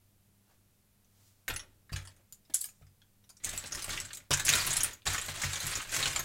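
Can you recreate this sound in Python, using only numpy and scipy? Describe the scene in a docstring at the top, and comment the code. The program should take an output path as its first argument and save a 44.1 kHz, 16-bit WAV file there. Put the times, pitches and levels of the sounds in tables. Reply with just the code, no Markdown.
"""In a quiet room, hands drop, pick up and stir small hollow plastic pieces in a plastic tub on a table.
Each collision, close to the microphone, is a sharp blow and a short chatter that ring the pieces' modes.
Many small collisions make the moving pile; pushes boom in the tub and table, and stirring shakes them.
Fingers rub softly as shaped noise. Behind it all are microphone hiss and a faint, wavering mains hum."""
import sys
import numpy as np
from scipy import signal
from scipy.fft import rfft, irfft, next_fast_len
from scipy.io import wavfile
from scipy.ndimage import uniform_filter1d, map_coordinates

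SR = 44100
rng = np.random.default_rng(int(sys.argv[2]) if len(sys.argv) > 2 else 0)


def natural_amplitude(level_db):
    """Convert a level in decibels to a linear amplitude factor, elementwise."""
    exponent = np.asarray(level_db, float) / 20
    return 10 ** exponent


def int16_out(signal):
    """Quantize to a 16-bit WAV file."""
    q = np.round(np.clip(np.atleast_2d(signal).T, -1, 1) * 32767)
    wavfile.write(sys.argv[1], SR, q.astype(np.int16))


N = 275184  # length in samples

# collisions that stand out: (time [s], peak level [dB], strongest mode [Hz],
# low body against the peak [dB], chatter against the peak [dB])
COLLISIONS = [(1.046, -59, 5960, -25, -15), (1.4801, -22, 1850, -8.5, -14), (1.4864, -24, 11800, 0, -19),
              (1.5008, -27.5, 1460, -6, -10), (1.5372, -35.5, 1835, -10, -8.5),
              (1.5618, -24, 9800, -15.5, -12.5), (1.5945, -32, 5600, -9.5, -12),
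              (1.8942, -45.5, 1660, 10, -9.5), (1.93, -31.5, 4700, -8, -12),
              (1.9614, -27.5, 2320, -15.5, -13), (1.99, -41, 2300, 1, -14), (2.0174, -55, 2170, -6, -10),
              (2.0518, -42.5, 7450, -15, -13.5), (2.0734, -37, 4600, -15, -14.5),
              (2.1646, -53.5, 1420, -34, -15), (2.3245, -32, 7000, -36, -19),
              (2.3446, -51, 7290, -34, -11.5), (2.451, -63, 5060, -16.5, -7.5),
              (2.5007, -48, 1730, 2.5, -14.5), (2.5227, -61, 1880, -13, -9),
              (2.5383, -27.5, 6100, -28.5, -14), (2.5432, -11, 7820, -38, -14),
              (2.5525, -34, 7700, -24.5, -8), (2.5904, -41.5, 7560, -42, -16),
              (2.608, -30, 7750, -34, -7.5), (2.6136, -20, 7500, -43, -17),
              (2.6404, -31.5, 8770, -29.5, -6), (2.6553, -30, 12500, -27, -16),
              (2.6883, -42.5, 6950, -14, -11), (2.821, -61, 1220, 1, -7.5), (2.8674, -56.5, 5020, -14, -13),
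              (3.018, -51.5, 3320, -8.5, -13.5), (3.24, -56.5, 5800, -12.5, -10.5),
              (3.2924, -42, 5100, -24, -15.5), (3.2992, -45, 4800, -21, -8.5),
              (3.3687, -45, 5670, -14, -13.5), (3.4016, -55, 1970, 3, -12),
              (3.4373, -32.5, 2190, -39, -8.5), (3.4459, -18, 8690, -24, -15.5),
              (3.4917, -24.5, 6280, -22, -14), (3.5627, -34, 10700, -24, -15),
              (3.5772, -21, 7770, -23, -17.5), (3.6402, -31, 1660, 3, -16.5),
              (3.6594, -36, 5380, -30, -10.5), (3.6728, -35, 7960, -19, -15),
              (3.7211, -27, 6660, -14, -8.5), (3.7495, -23.5, 5240, -14.5, -14.5),
              (3.7938, -31.5, 6140, -23, -19), (3.8223, -27, 9330, -12, -13), (3.8432, -23, 8300, -13, -14),
              (3.8935, -26, 2120, -9, -13.5), (3.9044, -26.5, 1740, -13, -11),
              (3.976, -22.5, 2360, -8, -15), (4.0014, -24, 7930, -15, -17.5),
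              (4.0504, -34.5, 7520, -15, -11), (4.106, -37.5, 1730, -3, -9.5),
              (4.132, -27.5, 8370, -14.5, -16), (4.148, -30.5, 7260, -31, -13.5),
              (4.172, -27.5, 6970, -10.5, -19.5), (4.2034, -48, 2120, -5, -13),
              (4.3074, -21, 1380, -11.5, -9), (4.3155, -15, 3820, -11, -15), (4.3309, -14, 3070, -9.5, -16),
              (4.3381, -12, 1620, -14, -14.5), (4.3734, -21, 1660, -14, -18),
              (4.3971, -22, 1640, -10.5, -8.5), (4.4507, -19.5, 7400, -26.5, -10.5),
              (4.4659, -18, 6260, -28, -13.5), (4.4826, -12, 6740, -4, -19.5),
              (4.491, -7.5, 2460, -17, -16.5), (4.5285, -12, 3700, -8, -20.5),
              (4.5367, -11.5, 3830, -10, -17.5), (4.5535, -12.5, 1506, -16.5, -15),
              (4.602, -23, 4600, -23.5, -11.5), (4.6306, -28.5, 1690, -15, -16),
              (4.6664, -17.5, 9520, -21, -14), (4.7054, -22, 6580, -25, -9.5),
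              (4.7303, -20, 7500, -16, -11), (4.7678, -14, 9920, -20, -15),
              (4.8068, -17.5, 6700, -18.5, -15), (4.8334, -11.5, 9100, -37, -16),
              (4.8444, -16, 9050, -7.5, -20), (4.9326, -34, 6800, -9, -12.5), (5.02, -48, 2550, -6, -19),
              (5.0549, -40, 1540, -9, -2.5), (5.0674, -20, 7240, -6, -11.5),
              (5.0738, -21, 3770, -10.5, -12), (5.1102, -32.5, 1440, -4.5, -13.5),
              (5.1342, -24.5, 6740, -22, -14.5), (5.1462, -22, 1570, -15, -12.5),
              (5.1803, -21.5, 6910, 7, -13.5), (5.2146, -24.5, 7500, -20, -16),
              (5.2605, -31.5, 8200, -21, -14.5), (5.284, -29.5, 1610, 1, -8.5),
              (5.3729, -32.5, 1670, 1, -11), (5.4169, -25.5, 1600, -12, -9),
              (5.4366, -24.5, 2300, -6, -8.5), (5.5064, -34, 7550, -19, -14.5),
              (5.5319, -24.5, 3640, -14.5, -11.5), (5.5576, -24, 3120, -23, -15),
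              (5.6027, -23.5, 4020, -31, -14), (5.6659, -25, 11100, -20, -10.5),
              (5.7108, -28, 8700, -17, -12), (5.7548, -19.5, 7000, -14, -14.5),
              (5.8022, -29.5, 1220, -5, -10.5), (5.816, -36, 4060, -14, -7.5),
              (5.8493, -35.5, 1570, 4, -15), (5.891, -43, 7400, -14, -1), (5.9184, -32, 4700, -15, -10),
              (5.9404, -22, 7200, -9, -11.5), (5.9644, -18, 2130, -13, -16.5),
              (6.0282, -17, 3830, -10, -15), (6.0565, -19.5, 4240, -11, -9.5),
              (6.0751, -22, 2460, -13.5, -14), (6.1614, -18, 7230, -6.5, -12.5),
              (6.193, -23, 6500, -8, -12.5)]


def clacks():
    """The collisions that stand out, each with its own strongest mode, body and chatter."""
    s, db, main_hz, body_db, chatter_db = np.transpose(COLLISIONS)
    usual_body_db = -11.5  # low body of a piece of middling size
    return collide(s, db, main_hz, body_db - usual_body_db, treble_share(main_hz), chatter_db,
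                   size=4096, count=30, q=5.4, scatter_db=4.0,
                   main_db=5.5, width_hz=200, t60=0.056, spiky_db=3)


def treble_share(main_hz):
    """Treble of a piece in dB: smaller pieces ring higher and carry more of it."""
    at_5_khz_db, per_octave_db = 3, 11
    return at_5_khz_db + per_octave_db * np.log2(main_hz / 5000)


# how strongly the plastic pieces ring at each pitch: (frequency [Hz], level [dB])
PIECE_COLOUR = [(180, -37), (300, -18.5), (478, -12), (574, -10.5), (915, -5.5), (1610, 1.5), (5700, -0.5),
                (7440, 3), (12500, -17.5), (16000, -72)]


def collide(s, db, main_hz, body_db, top_db, chatter_db,
            size, count, q, scatter_db, main_db, width_hz, t60, spiky_db):
    """A sharp blow and a dying chatter of contacts ring one strong mode and `count` random ones."""
    t, hz = np.arange(size) / SR, np.fft.rfftfreq(size, 1 / SR)

    def resonance(centre, width, gain):
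        """One ringing mode; a wider one dies faster."""
        return gain * 1j * hz * width / (centre * centre - hz * hz + 1j * hz * width)

    # modes crowd towards the treble
    spread = (np.arange(count) + rng.random((len(s), count))) / count
    modes = 400 * (16000 / 400) ** (spread ** 0.772)
    colour = along(PIECE_COLOUR, modes) + rng.normal(0, scatter_db, modes.shape)
    colour += body_db[:, None] / (1 + (modes / 4300) ** 5)
    colour += top_db[:, None] / (1 + (9500 / modes) ** 8)
    shape = 0
    for k in range(count):
        mode = modes[:, [k]]
        shape = shape + (-1) ** k * resonance(mode, mode / q, natural_amplitude(colour[:, [k]]))
    # small bright pieces ring the clearest
    strong_db = main_db + colour.max(1) - 6 / (1 + (main_hz / 3500) ** 4)
    shape = shape + resonance(main_hz[:, None], width_hz, natural_amplitude(strong_db)[:, None])

    # the blow is a burst of noise that dies within 2 ms
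    touch = rng.standard_normal((len(s), size)) * natural_amplitude(-60 * t / 0.002)
    blow = irfft(rfft(touch) * shape, size)
    blow /= np.abs(blow).max(1)[:, None]

    # the chatter swells quickly, then dies; its strength jumps every 32 samples
    fade = natural_amplitude(-60 * t / t60) * (1 - np.exp(-t / 0.0013)) * (t < size / SR * 0.8)
    uneven = natural_amplitude(spiky_db * rng.standard_normal((len(s), size // 32)).repeat(32, 1))
    contacts = rng.standard_normal((len(s), size)) * uneven * fade
    chatter = irfft(rfft(contacts) * shape, size)
    chatter /= chatter[:, :400].std(1)[:, None]

    sound = natural_amplitude(db)[:, None] * (blow + natural_amplitude(chatter_db)[:, None] * chatter)
    at = np.round(s * SR).astype(int)[:, None] + np.arange(size)
    return np.bincount(at.ravel(), sound.ravel(), N + size)[:N]


def pile():
    """Hundreds of small random collisions a second while the pile shifts."""
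    per_second = 480
    s = np.sort(rng.random(int(per_second * N / SR))) * (N - 1) / SR
    db, body_db = motion(s)
    moving = db > -100
    s, db, body_db = s[moving], db[moving], body_db[moving]
    pitch, loudness, roughness = rng.standard_normal((3, len(s)))
    main_hz = np.clip(4500 * np.exp(0.503 * pitch), 900, 13000)
    top_db = np.full(len(s), -1.5)
    return collide(s, db + 2.5 + 2.2 * loudness, main_hz, body_db, top_db, -15.5 + 3 * roughness,
                   size=1024, count=12, q=2.77, scatter_db=2.0,
                   main_db=-9.5, width_hz=700, t60=0.073, spiky_db=-0.5)


# strokes of the stirring hand, one list each: (time [s], level [dB])
STIRRING = [
    [(3.4, -79), (3.46, -39.5), (3.61, -49), (3.7, -49), (3.76, -41.5), (3.84, -45), (3.92, -37),
     (4.01, -43), (4.08, -55), (4.16, -53.5), (4.29, -80)],
    [(4.306, -40), (4.36, -38), (4.44, -46.5), (4.455, -39), (4.55, -28), (4.64, -35), (4.7, -35),
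     (4.77, -35), (4.85, -39), (4.908, -47.5), (5.04, -83)],
    [(5.054, -37), (5.14, -34.5), (5.25, -43), (5.29, -39.5), (5.38, -42.5), (5.44, -35), (5.5, -42),
     (5.6, -37.5), (5.75, -36), (5.79, -42.5), (5.82, -41.5), (5.87, -49.5)],
    [(5.87, -49), (5.95, -32.5), (6.01, -31), (6.07, -35), (6.14, -40), (6.17, -36), (6.24, -46.5)],
]
# a piece or a hand lands on the pile, which then settles:
# (time [s], level [dB], settling [dB per s], low body [dB])
LANDINGS = [(1.48, -46, 130, 14), (1.925, -46, 120, 6.5), (2.54, -40, 150, -26)]


def motion(s):
    """Level and low body (dB) of the moving pile at times s: stirred, or settling after a landing."""
    silent_db = -140
    times, levels = np.concatenate(STIRRING).T
    stirred = np.any([(s >= stroke[0][0]) & (s <= stroke[-1][0]) for stroke in STIRRING], axis=0)
    db = np.where(stirred, np.interp(s, times, levels), silent_db)
    body_db = np.full(len(s), 3.5)
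    for start, level_db, settle_db, low_db in LANDINGS:
        settling = np.where(s >= start, level_db - settle_db * (s - start), silent_db)
        body_db = np.where(settling > db, low_db, body_db)
        db = np.maximum(db, settling)
    return db, body_db


# pushes on the tub: (time [s], level [dB], lean towards the highest mode [dB], knock against the push [dB])
PUSHES = [(1.495, -41.5, -5.5, 3.5), (1.919, -31.5, -5.5, -13.5), (2.498, -62.5, -3, 13.5),
          (2.813, -50, -4, -9), (3.46, -50, -8, -4), (3.535, -45, -5.5, 5), (3.638, -58, 4, 15.5),
          (3.88, -43.5, -3.5, 1.5), (3.942, -50.5, 4, -20), (4.307, -33.5, 3.5, 5), (4.49, -47.5, 11, 8),
          (4.544, -38, -4, 3), (4.653, -46.5, 5.5, -25), (4.691, -52, 8, -20), (5.065, -33.5, -6.5, -4),
          (5.281, -42, 0.5, 2.5), (5.436, -32, -2, -9), (5.635, -42, 3, -7), (5.962, -49.5, 8, 8),
          (6.055, -45, 5.5, -4), (6.19, -48.5, 6, 12.5)]
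# low modes of the tub on its table: (frequency [Hz], level [dB], time to fall 60 dB [s])
TUB_MODES = [(56.8, -8.5, 0.29), (93.3, -3.5, 0.45), (143.1, -1.5, 0.28)]
# colour of the knock on the tub wall: (frequency [Hz], level [dB])
KNOCK_COLOUR = [(150, -24), (230, -2.5), (400, -9), (650, -3.5), (1200, -26.5)]
# colour of the shaken tub: (frequency [Hz], level [dB])
SHAKE_COLOUR = [(12, -21), (20, 14.5), (49, -4.5), (93, 1.5), (201, -11), (358, -9), (468, -17.5),
                (594, -9.5), (700, -21.5), (910, -17), (1540, -120)]


def tub():
    """Pushes ring the low modes of tub and table and knock its wall; a moving pile shakes them."""
    booms, knocks = np.zeros(N + SR), np.zeros(N + SR)
    t = np.arange(SR // 2) / SR
    for s, db, lean_db, knock_db in PUSHES:
        ring = 0
        for (hz, level, t60), share in zip(TUB_MODES, [-lean_db, 0, lean_db]):
            phase = rng.normal(0, 1.0)
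            ring = ring + natural_amplitude(level + share - 60 * t / t60) * np.sin(2 * np.pi * hz * t + phase)
        swell = 1 - np.exp(-t / 0.0072)
        start = round(s * SR)
        booms[start:][:len(t)] += natural_amplitude(db + 2.5) * ring * swell
        knocks[start:][:len(t)] += natural_amplitude(db + knock_db - 4.5 - 60 * t / 0.11)

    # a louder or fuller pile shakes the tub more; a still one hardly at all
    pile_db, body_db = motion(np.arange(N) / SR)
    shake_db = -52 + 0.59 * (pile_db + 42 + 0.96 * body_db) - 60 * (pile_db < -100)
    strength = uniform_filter1d(natural_amplitude(shake_db + 2.0 * wobble(23)), 500)
    return booms[:N] + knocks[:N] * noise(KNOCK_COLOUR) + strength * noise(SHAKE_COLOUR)


# fingers sliding over a piece: (middle [s], half length [s], level before doubling [dB],
# share of dry hiss [0-1])
SLIDES = [(0.518, 0.072, -69.5, 0.22), (1.2, 0.11, -71, 0.57), (1.285, .05, -73.5, 0.77),
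          (1.386, 0.19, -79, .6), (2.196, 0.032, -71.5, 0)]
# colour of skin on plastic: (frequency [Hz], level [dB])
SKIN_COLOUR = [(300, -22), (600, -1.5), (2500, -8.5), (7000, -3), (10000, -9)]


def fingers():
    """Skin slides softly over plastic: a dull rub below 2.5 kHz, a dry hiss above."""
    t, skin = np.arange(N) / SR, noise(SKIN_COLOUR)
    hiss = filtered(skin, lambda hz: 1 / (1 + (2500 / (hz + 1)) ** 4))
    rub = skin - hiss
    sound = np.zeros(N)
    for middle, half, db, dryness in SLIDES:
        stroke = natural_amplitude(db) * np.exp(-2 * ((t - middle) / half) ** 2)
        dryness = np.clip(dryness, 0, 1)
        sound += 2 * stroke * (dryness * hiss + (1 - dryness) * rub)
    return uniform_filter1d(natural_amplitude(1.2 * wobble(40.6)), 900) * sound


# how long tub walls and room answer: (frequency [Hz], time to fall 60 dB [s])
ROOM_DECAY = [(300, 0.34), (2000, 0.2), (6000, 0.14), (14000, 0.15)]


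def room(x):
    """Diffuse answer of tub walls and room, drawn anew every quarter second; the bass lasts longest."""
    out, step = np.zeros(N + SR), SR // 4
    delay = 130  # samples, about 3 ms
    for start in range(0, N, step):
        hz, t, z = signal.stft(rng.standard_normal(SR // 3), SR, nperseg=256)
        decay = natural_amplitude(-60 * t / along(ROOM_DECAY, hz)[:, None])
        tail = signal.istft(z * decay, SR, nperseg=256)[1]
        wet = signal.fftconvolve(x[start:start + step], tail / np.linalg.norm(tail))
        out[start + delay:][:len(wet)] += wet
    return out[:N]


# colour of the microphone hiss: (frequency [Hz], level [dB])
HISS_COLOUR = [(15, 2.5), (30, -10.5), (90, -10.5), (160, -14), (300, -21.5), (700, -28.5), (1100, -31),
               (5000, -33.5), (13800, -30.5), (16500, -36.5)]
# mains hum: (frequency [Hz], usual rms level [dB])
HUM_TONES = [(100, -73), (200, -80.5)]


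def background():
    """Steady coloured noise for microphone hiss, and mains tones wavering in level and phase."""
    t = np.arange(N) / SR
    hum = np.zeros(N)
    for hz, db in HUM_TONES:
        level = np.sqrt(2) * natural_amplitude(db + 2.2 * wobble(5.9))
        hum += level * np.sin(2 * np.pi * hz * t + 0.6 * wobble(1.3))
    hiss_db = -66  # rms
    return natural_amplitude(hiss_db) * noise(HISS_COLOUR) + hum


def unit(x):
    """Scaled to rms 1."""
    return x / np.sqrt(np.mean(x ** 2) + 1e-20)


def along(points, hz):
    """(Hz, value) points read on a log frequency axis."""
    f, v = np.transpose(points)
    return np.interp(np.log(hz + 1), np.log(f + 1), v)


def wobble(rate):
    """A smooth random curve through `rate` random points a second."""
    return map_coordinates(rng.standard_normal(int(N * rate / SR) + 4), [np.arange(N) * rate / SR])


def filtered(x, response):
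    """x with each frequency multiplied by response(hz)."""
    m = next_fast_len(N + 8192)  # spare room for the filter's ringing
    return irfft(rfft(x, m) * response(np.fft.rfftfreq(m, 1 / SR)), m)[..., :N]


def noise(colour):
    """Random noise of rms 1 with the given colour."""
    return unit(filtered(rng.standard_normal(N), lambda hz: natural_amplitude(along(colour, hz))))


def scene():
    """Everything heard at the microphone; only the pieces get the room's answer."""
    pieces = clacks() + pile()
    mix = pieces + natural_amplitude(-7.5) * room(pieces) + tub() + fingers() + background()
    return mix[None]


def low_pass(x):
    """Removes everything above the highest recorded frequency."""
    return signal.sosfilt(signal.butter(12, 16820, fs=SR, output="sos"), x)


def record(dry):
    """The microphone weakens the deepest bass, below about 24 Hz; nothing passes from 15.9 kHz up."""
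    def microphone(hz):
        return (hz < 15900) * 1j * hz / (24 + 1j * hz)

    mix = filtered(dry, microphone)
    return low_pass(mix)


dry = scene()
out = record(dry)
int16_out(out)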